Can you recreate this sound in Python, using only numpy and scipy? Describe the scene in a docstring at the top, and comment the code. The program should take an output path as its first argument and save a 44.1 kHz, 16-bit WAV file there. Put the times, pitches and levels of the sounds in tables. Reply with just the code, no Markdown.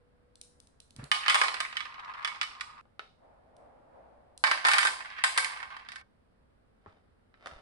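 """A bare room: two handfuls of small glass beads are let go over a leaf-shaped plastic plate.
They click in the hand as short bright ticks, then land as cracks that ring the plate's modes, and roll
as dense random taps. The hand bumps the table in low thuds; a finger pokes and drags among beads in a
plastic organiser box. Behind it lie room noise, a brief hum, a dull rush and a dense room echo."""
import sys
import numpy as np
from scipy import signal
from scipy.fft import rfft, irfft
from scipy.io import wavfile
from scipy.ndimage import uniform_filter1d

SR = 44100
rng = np.random.default_rng(int(sys.argv[2]) if len(sys.argv) > 2 else 0)


def unload_audio(sound):
    """Save the sound as a 16-bit wav file, at the path given as the first command line argument."""
    columns = np.transpose(np.atleast_2d(sound))
    # keep every value between -1 and 1, then stretch to whole-number steps
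    steps = np.round(np.clip(columns, -1, 1) * 32767)
    wavfile.write(sys.argv[1], SR, steps.astype(np.int16))


N = 335601

# Each handful rolling over the dish. Each row: time in seconds, relative level of the low rumble in dB,
# relative level of the rattle in dB.
ROLL_LEVELS = [
    [(1.24, -49.5, -38), (1.29, -47.5, -35), (1.398, -42, -43), (1.726, -56.5, -48), (2.014, -47, -54.5),
     (2.284, -47.5, -48.5), (2.418, -52.5, -54.5), (2.66, -53.5, -61.5)],
    [(4.58, -48.5, -36), (4.612, -50, -42.5), (4.69, -34, -35), (4.988, -48, -48), (5.248, -61.5, -46),
     (5.428, -47.5, -43), (5.686, -50, -50.5), (5.87, -60.5, -58.5)],
]
# When each handful starts to roll, in seconds.
ROLL_STARTS = [1.115, 4.44]
# When the rolling and the room echo break off, in seconds.
BREAKS = [2.812, 6.016]
# Tone of the plastic box, also lent to the skin scuff. Each row: frequency in Hz, relative gain in dB.
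BOX_TONE = [(80, -22), (250, -6.5), (450, 6), (750, 3), (1100, 5.5), (1700, 3), (2500, -6), (3600, -12.5),
            (5000, -14.5), (6600, -27), (9000, -26), (12000, -33)]
# Where the low band meets the mid band and the mid band meets the top band, in Hz.
SPLIT_HZ = (1350, 5600)

LEFT_LAG = 9  # samples by which a contact reaches the left microphone port later
T = np.arange(SR // 5) / SR  # the time axis of one blow, s


def amp(db):
    """Decibels to gain."""
    return 10 ** (np.asarray(db) / 20)


def unit(x):
    """Scales to rms 1."""
    return x / np.sqrt(np.mean(x ** 2) + 1e-20)


def read(points, hz):
    """A table's value on a log-frequency axis."""
    f, value = np.transpose(points)
    return np.interp(np.log(hz + 1), np.log(f), value)


def add(mix, s, sound):
    """Mixes a stereo sound in at time s."""
    part = mix[:, round(s * SR):][:, :sound.shape[1]]
    part += sound[:, :part.shape[1]]


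def panned(db):
    """Channel gains for a left-right difference; positive leans left."""
    return amp([[db / 2], [-db / 2]])


def colour(x, points):
    """Causal minimum-phase filter with the given spectrum."""
    size = 2048
    log_gain = np.log(amp(read(points, abs(np.fft.fftfreq(size, 1 / SR)))))
    spectrum = np.exp(np.conj(signal.hilbert(log_gain)))
    taps = np.fft.ifft(spectrum).real
    return signal.oaconvolve(x, taps[None, :size // 2], axes=1)[:, :x.shape[1]]


def split(x, hz, order=5):
    """The parts of x below and above hz."""
    filters = [signal.butter(order, hz, kind, fs=SR, output="sos") for kind in ("low", "high")]
    return [signal.sosfilt(sos, x) for sos in filters]


def waver(per_s):
    """A random curve of rms 1 that turns about per_s times a second."""
    hz = np.arange(N // 2 + 1) * SR / N
    spectrum = rfft(rng.standard_normal(N)) * np.exp(-(hz / per_s) ** 2)
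    return unit(irfft(spectrum, N))


def swells(rows, rise_db_per_s):
    """Gain of gestures that rise quickly to their top and fade at their own pace."""
    t = np.arange(N) / SR
    return sum(amp(db - np.maximum((s - t) * rise_db_per_s, (t - s) * fade)) for s, db, fade in rows)


def air(level_db=-67, side_db=0.0, hum_hz=488.0, hum_db=-73.5, hum_end_s=0.644):
    """Quiet room noise, nearly alike on both sides in the bass, and a faint wavering hum that soon stops."""
    # Each row: frequency in Hz, relative noise density in dB.
    air_tone = [(25, -10), (55, -1), (100, -6.5), (170, -12.5), (245, -9.5), (330, -17.5), (490, -14.5),
                (800, -21), (1600, -26), (2500, -37), (5000, -42.5), (6300, -52.5), (9500, -43.5),
                (12000, -54)]
    mid, side = colour(rng.standard_normal((2, N)), air_tone)
    side = .25 * side + amp(side_db) * split(side, 250, order=1)[1]
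    noise = amp(level_db) * unit(mid + np.array([side, -side]))
    t = np.arange(N) / SR
    hum_fade = np.clip((hum_end_s - t) / .05, 0, 1)
    hum = amp(hum_db + 1.7 * waver(19)) * unit(np.sin(2 * np.pi * hum_hz * t)) * hum_fade
    return noise + hum


def rush(rise_db_per_s=231):
    """A dull, hollow rush of filtered noise that swells three times."""
    # Each row: time of the top in seconds, level in dB, fading in dB per second.
    rush_swells = [(3.24, -59.5, 20), (3.6, -58.5, 21.5), (3.96, -59.5, 27.5)]
    # Each row: frequency in Hz, relative gain in dB.
    rush_tone = [(150, -17), (260, -10), (420, -10.5), (530, 1), (780, 0), (1050, -9), (1700, -20),
                 (3000, -36.5), (6000, -49.5)]
    noise = unit(colour(rng.standard_normal((2, N)), rush_tone))
    return noise * swells(rush_swells, rise_db_per_s)


def room(x, build_s=0.0086, alike_hz=900.0, count=3):
    """Hard walls: a dense tail that builds up and dies band by band, changing as the beads move about."""
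    # Each row: frequency in Hz, time to die by 60 dB in seconds.
    room_t60 = [(250, 0.6), (700, 0.55), (1700, 0.2064), (4500, 0.5036), (10000, 0.4361)]
    # Each row: frequency in Hz, relative gain of the echo in dB.
    room_tone = [(200, -4.5), (700, -1), (1700, -3.5), (4500, -1.5), (9000, -0.5)]
    out, t = np.zeros_like(x), np.arange(x.shape[1]) / SR
    for k in range(count):
        hz, age, z = signal.stft(rng.standard_normal((2, SR)), SR, nperseg=256)
        alike = np.exp(-(hz[:, None] / alike_hz) ** 2)  # long waves reach both ports alike
        z[1] = alike * z[0] + np.sqrt(1 - alike ** 2) * z[1]
        decay = amp(-60 * age / read(room_t60, hz)[:, None])
        tail = signal.istft(z * decay, SR, nperseg=256)[1]
        tail *= 1 - np.exp(-(np.arange(tail.shape[1]) / SR / build_s) ** 2)
        tail /= np.linalg.norm(tail[0])
        # the tails keep trading places, at constant total power
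        share = np.sqrt(2 / count) * np.cos(2 * np.pi * t + np.pi * k / count)
        out += signal.fftconvolve(x * share, tail, axes=1)[:, :len(t)]
    return colour(out, room_tone)


def table_bumps(level_db=2.0, rise_s=0.0073, scuff_db=-17.5):
    """Soft flesh excites only the table's lowest modes, with a faint scuff of skin."""
    # Each row: start in seconds, relative level in dB, pitch as a factor on the table's modes.
    hand_bumps = [(0.958, -45.5, 0.99), (0.986, -31, 0.86), (1.026, -32.5, 1.01), (6.867, -44, 0.68),
                  (7.52, -43, 0.55), (7.560, -43.5, 0.26)]
    # Each row: frequency in Hz before the pitch factor, relative level in dB, t60 in seconds.
    modes = [(62, -15, 0.13), (138, -1.0, 0.084), (248, 0, 0.039)]
    out = np.zeros((2, N))
    for s, db, pitch in hand_bumps:
        thud = sum(amp(mode_db - 60 * T / t60) * np.sin(2 * np.pi * hz * pitch * T)
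                   for hz, mode_db, t60 in modes)
        scuff = unit(colour(rng.standard_normal((2, len(T))), BOX_TONE)) * amp(scuff_db - 60 * T / 0.26)
        soft_rise = 1 - np.exp(-T / rise_s)
        add(out, s, amp(db + level_db) * (thud + scuff) * soft_rise)
    return out


def crack(points, t60, scatter):
    """A sharp contact and the dense, quickly dying ring behind it; energy 1 on the left."""
    ring = rng.standard_normal((2, len(T))) * amp(-60 * T / t60)
    x = scatter * ring / np.linalg.norm(ring[0])
    x[[0, 1], [LEFT_LAG, 0]] += 1  # the contact itself
    x = colour(x, points)
    return x / np.linalg.norm(x[0])


def blow(x, mid_db, low_db, top_db, size=617):
    """Sets a blow's weight and hardness: the levels of three bands over its first size samples."""
    low, rest = split(x, SPLIT_HZ[0])
    mid, top = split(rest, SPLIT_HZ[1])
    bands = zip((low, mid, top), (low_db, 0, top_db))
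    return amp(mid_db) * sum(amp(db) * band / band[:, :size].std() for band, db in bands)


def box_knock(ring_db=-7.5):
    """One knock on the box: a rattling crack and the ring of its walls."""
    # Modes of the walls. Each row: frequency in Hz (detuned per knock), relative level in dB, t60 in seconds.
    wall_modes = [(438, -35, 0.12), (795, 5, 0.057), (1271, 1, 0.12), (1753, -5, 0.064), (3056, -5, 0.046),
                  (3793, 0, 0.028)]
    ring = sum(amp(db - 60 * T / t60) * np.sin(2 * np.pi * hz * rng.uniform(0.93, 1.04) * T)
               for hz, db, t60 in wall_modes)
    rattle = crack(BOX_TONE, t60=0.046, scatter=1.24)
    return rattle + amp(ring_db) * ring / np.linalg.norm(ring)


def box_pokes(level_db=-10.0, slips_per_s=600, spread_db=4.5, drag_rise_db_per_s=248):
    """Beads knock on the compartment walls, and scrape in tiny slips under the dragging finger."""
    # A finger knocks the box and its beads. 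Each row: start in seconds, relative mid band level in dB,
    # low band re mid in dB, top band re mid in dB.
    finger_pokes = [(2.854, -70.5, 15, -22), (2.994, -31, -9.5, -23), (6.8609, -61.5, 21, -35),
                    (7.3412, -53, -8, -41), (7.4596, -37, 0, -13), (7.471, -36.5, -1, -11),
                    (7.5126, -48, 3, -28)]
    # A fingertip drags. Each row: time of the top in seconds, level in dB, fading in dB per second.
    finger_drags = [(6.89, -65.5, 88), (7.465, -51.5, 71)]
    slip_force = amp(spread_db * np.minimum(rng.exponential(1, N), 4))
    slips = (rng.random(N) < slips_per_s / SR) * slip_force
    scrape = unit(signal.oaconvolve(slips[None], box_knock(), axes=1)[:, :N])
    out = scrape * swells(finger_drags, drag_rise_db_per_s)
    for s, mid_db, low_db, top_db in finger_pokes:
        add(out, s, blow(box_knock(), mid_db + level_db, low_db, top_db))
    return out


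def hand_clicks(level_db=10.0):
    """Beads touch between the fingers: tiny bright ticks."""
    # Glass on glass. Each row: start in seconds, relative level in dB.
    glass_ticks = [(0.3559, -42), (0.414, -30), (0.437, -52), (0.602, -39.5), (0.672, -49), (0.8024, -38),
                   (0.907, -44), (0.9635, -37), (1.041, -34.5), (3.5665, -53), (4.377, -33.5)]
    # Each row: frequency in Hz, relative gain in dB.
    glass_tone = [(500, -37.5), (2000, -21), (3000, -8), (4200, -2.5), (6500, -9), (9000, -2.5),
                  (11000, -9.5), (13000, -16.5)]
    out = np.zeros((2, N))
    for s, db in glass_ticks:
        add(out, s, amp(db + level_db) * crack(glass_tone, t60=.014, scatter=1.5))
    return out * panned(1.5)


def place_at(s):
    """Where the beads are on the plate at time s: 0 rim - 1 middle."""
    # Each row: time in seconds, place from 0 (rim) to 1 (middle).
    bead_place = [(2.6, 0.018), (4.4, 1)]
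    return np.clip(np.interp(s, *np.transpose(bead_place)), 0, 1)


def plate_ring(s, wander_db=3.5, spread=.45):
    """The plate's modes, each as strong as the landing spot allows; energy 1 on the left."""
    # Each row: frequency in Hz (slightly shifted per blow), relative level struck near the rim in dB,
    # relative level struck near the middle in dB, t60 in seconds.
    plate_modes = [(853, -9, -14, 0.055), (1077.5, -1.5, 0, 0.08), (1226, 3, -1, 0.067),
                   (1454, -14, -4, 0.03), (1569, -12, 6, 0.069), (1803, -11.5, 3.5, 0.1),
                   (2130, -1.5, -14, 0.019), (2232, -11, -7.5, 0.23), (2532, -14.5, -30.5, 0.039),
                   (3000, -5, -18.5, 0.075), (3090, -14.5, -7, 0.054), (3400, -8.5, -12, 0.055),
                   (3700, -15, -13.5, 0.11), (3900, -15.5, -22.5, 0.0083), (4900, -17, -21.5, .045),
                   (4860, -11.5, -5, 0.02)]
    hz, rim_db, middle_db, t60 = np.transpose(plate_modes)[:, :, None]
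    luck, phase = rng.standard_normal((2, 2, len(plate_modes), 1))
    spot_db = rim_db + place_at(s) * (middle_db - rim_db)
    level = amp(spot_db + wander_db * luck - 60 * T / t60)
    hz = hz * (1 + .007 * rng.standard_normal(hz.shape))  # the beads lying on the plate shift its modes
    lag = np.array([LEFT_LAG, 0])[:, None, None] / SR
    x = (level * np.sin(2 * np.pi * hz * (T - lag) + spread * phase)).sum(1)
    return x / np.linalg.norm(x[0])


def rolling(bumps_per_s=300, spread_db=3.5, ring_db=-6.0, rumble_db=1.5, rattle_db=1.5,
            tumble_db=3.0, tumbles_per_s=30, rise_s=0.16, count=3):
    """Rolling beads tap the plate with every flaw and thread hole; each tumbles unevenly on its own spot."""
    # Each row: frequency in Hz, relative gain in dB.
    roll_tone = [(200, -35.5), (450, -23), (700, -11), (950, 0.5), (1200, 3.5), (1450, -4), (2000, 1),
                 (2800, -10), (5000, -23.5), (6500, -36.5), (10500, -37.5)]
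    out, t = np.zeros((2, N)), np.arange(N) / SR
    for rows, start, end in zip(ROLL_LEVELS, ROLL_STARTS, BREAKS):
        s, low_db, high_db = np.transpose(rows)
        beads = np.zeros((2, N))
        for _ in range(count):
            taps = (rng.random(N) < bumps_per_s / SR) * rng.choice([-1, 1], N)
            force_db = spread_db * np.minimum(rng.exponential(1, N), 4)
            taps = taps * amp(force_db + tumble_db * waver(tumbles_per_s))
            ring = amp(ring_db) * colour(plate_ring(start), roll_tone)
            body = crack(roll_tone, t60=0.037, scatter=3.1) + ring
            beads += signal.oaconvolve(taps[None], body, axes=1)[:, :N]
        low, high = split(beads, SPLIT_HZ[0])
        rumble = unit(low) * amp(rumble_db + np.interp(t, s, low_db))
        rattle = unit(high) * amp(rattle_db + np.interp(t, s, high_db))
        out += (rumble + rattle) * np.clip((t - start) / rise_s, 0, 1) * (t < end)
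    return out * panned(0.27)


def nearby(x, echo_db=-12.0, reach_s=.009, count=4):
    """Quick echoes off the table, the hand and the box, different at each port."""
    out = x.copy()
    for channel in range(2):
        for late, sign in zip(rng.uniform(.1, 1, count) * reach_s, rng.choice([-1, 1], count)):
            lag = round(late * SR)
            out[channel, lag:] += sign * amp(echo_db) * x[channel, :x.shape[1] - lag]
    return out


def landing(s, mid_db, low_db, top_db, ring_db=-0.5, lowest_hz=560.0,
            ahead_db=-21.5, pan_per_db=0.38, widest_pan_db=-2.5):
    """One bead cracks and rings the plate, which is too small to radiate bass."""
    # Each row: frequency in Hz, relative gain in dB.
    crack_tone = [(100, -37), (300, -21), (550, -10.5), (800, -1), (1100, 1), (2000, 3), (2700, -4.5),
                  (5150, -5.5), (5900, -11.5), (6800, -10.5), (8200, -5), (10300, -8.5), (12000, -28.5)]
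    x = nearby(crack(crack_tone, t60=0.029, scatter=1.8) + amp(ring_db) * plate_ring(s))
    without_bass = split(x, lowest_hz, order=2)[1]
    # hard landings lie straight ahead; weaker ones have run off to the right
    pan_db = np.clip(pan_per_db * (mid_db - ahead_db), widest_pan_db, 0)
    return blow(without_bass, mid_db, low_db, top_db) * panned(pan_db)


def nudges(level_db=-2.0, spread_db=5.5, low_db=0.0, top_db=-25.5, count=22):
    """Rolling beads nudge the rim and each other at random, harder when they rattle more."""
    out = np.zeros((2, N))
    for rows, start, end in zip(ROLL_LEVELS, ROLL_STARTS, BREAKS):
        s, _, rattle_db = np.transpose(rows)
        for k in range(count):
            at = start + (end - start) * (k + rng.random()) / count
            db = np.interp(at, s, rattle_db) + level_db + rng.uniform(-spread_db, spread_db)
            add(out, at, landing(at, db, low_db, top_db))
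    return out


def drops(level_db=-1.5, rebound_s=0.006, rebound_db=-10, rebound_from_db=-23.5):
    """The clear landings; the springy middle of the plate throws the hard ones back once."""
    # A bead lands on the plate or hits its rim. Each row: start in seconds, relative mid band level in dB,
    # low band re mid in dB, top band re mid in dB.
    bead_drops = [(1.1152, -15.5, -6, -14.5), (1.2816, -16.5, -5.5, -15), (1.298, -16.5, -11, -15),
                  (1.3448, -17.5, -4, -11), (1.355, -21, 4, -8.5), (1.3805, -37.5, -4.5, -9),
                  (1.4144, -17, 1, -13.5), (1.4361, -30.5, -0.5, -11), (1.4826, -31, -1, -17.5),
                  (1.542, -35.5, -6, -12.5), (1.6035, -29.5, -5, -9), (1.7688, -29.5, -25, -21),
                  (1.8054, -35.5, -27, -25), (2.2475, -28.5, -8.5, -19), (2.2754, -34, -11, -16),
                  (2.4133, -27, -17, -20), (2.43, -34.5, -14, -14), (2.609, -34.5, -13, -14),
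                  (4.439, -15.5, 0.5, -17), (4.4699, -31, -9.5, -14), (4.5132, -21, -1, -14.5),
                  (4.6505, -16.5, 0.5, -16.5), (4.6687, -24, -11.5, -7), (4.685, -16.5, -1, -11.5),
                  (4.7153, -19.5, -12.5, -12.5), (4.7348, -19, -6, -11.5), (4.7832, -13.5, -9.5, -10),
                  (4.8306, -24.5, -6.5, -12), (4.8515, -22.5, 1.5, -7.5), (4.871, -23.5, -25, -11),
                  (5.2385, -15.5, -6.5, -9), (5.3764, -19, -4.5, -5.5), (5.4454, -30.5, -29, -8),
                  (5.629, -42.5, 1.5, -19), (5.7665, -48.5, 4, -18), (5.8873, -42.5, -11, -20),
                  (5.9192, -44, -18, -15), (5.9586, -41.5, -15, -15)]
    out = np.zeros((2, N))
    for s, db, low_db, top_db in bead_drops:
        add(out, s, landing(s, db, low_db, top_db))
        rebound = amp(rebound_db) * place_at(s) * (db > rebound_from_db)
        add(out, s + rebound_s, rebound * landing(s, db, low_db, top_db))
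    return amp(level_db) * out


def scene():
    """All sources; the bead and box sounds each send their share to the room."""
    # How much the right microphone port hears above the left. Each row: frequency in Hz, gain in dB.
    right_tone = [(200, 1), (1000, -1), (2500, 4), (4500, 2), (9000, 0.5)]
    hits, roll, clicks, pokes = drops() + nudges(), rolling(), hand_clicks(), box_pokes()
    sent = amp(-6.5) * hits + amp(-9.0) * roll + amp(-5.5) * clicks + amp(-5.0) * pokes
    # the echo is cut at each break and starts afresh
    parts = np.split(sent, [round(s * SR) for s in BREAKS], axis=1)
    echo = np.hstack([room(part) for part in parts])
    left, right = hits + roll + clicks + pokes + echo + table_bumps() + rush() + air()
    return np.vstack([left, colour(right[None], right_tone)])


def record(dry, ceiling_db=-22.5, squeeze=0.52, release_db_per_s=399.5, edge_hz=11100):
    """A fast limiter takes off about half of each excess over the ceiling; then a low-pass."""
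    power_db = 10 * np.log10(abs(uniform_filter1d((dry ** 2).mean(0), size=130)) + 1e-12)
    fall = np.arange(N) * release_db_per_s / SR
    held_power_db = np.maximum.accumulate(power_db + fall) - fall  # peaks released at a steady rate
    over_db = np.maximum(held_power_db - ceiling_db, 0)
    held = dry * amp(-squeeze * uniform_filter1d(over_db, size=60))
    low_pass = signal.firwin(201, edge_hz, window=("kaiser", 8), fs=SR)
    return signal.oaconvolve(held, low_pass[None], "same")


dry = scene()
out = record(dry)
unload_audio(out)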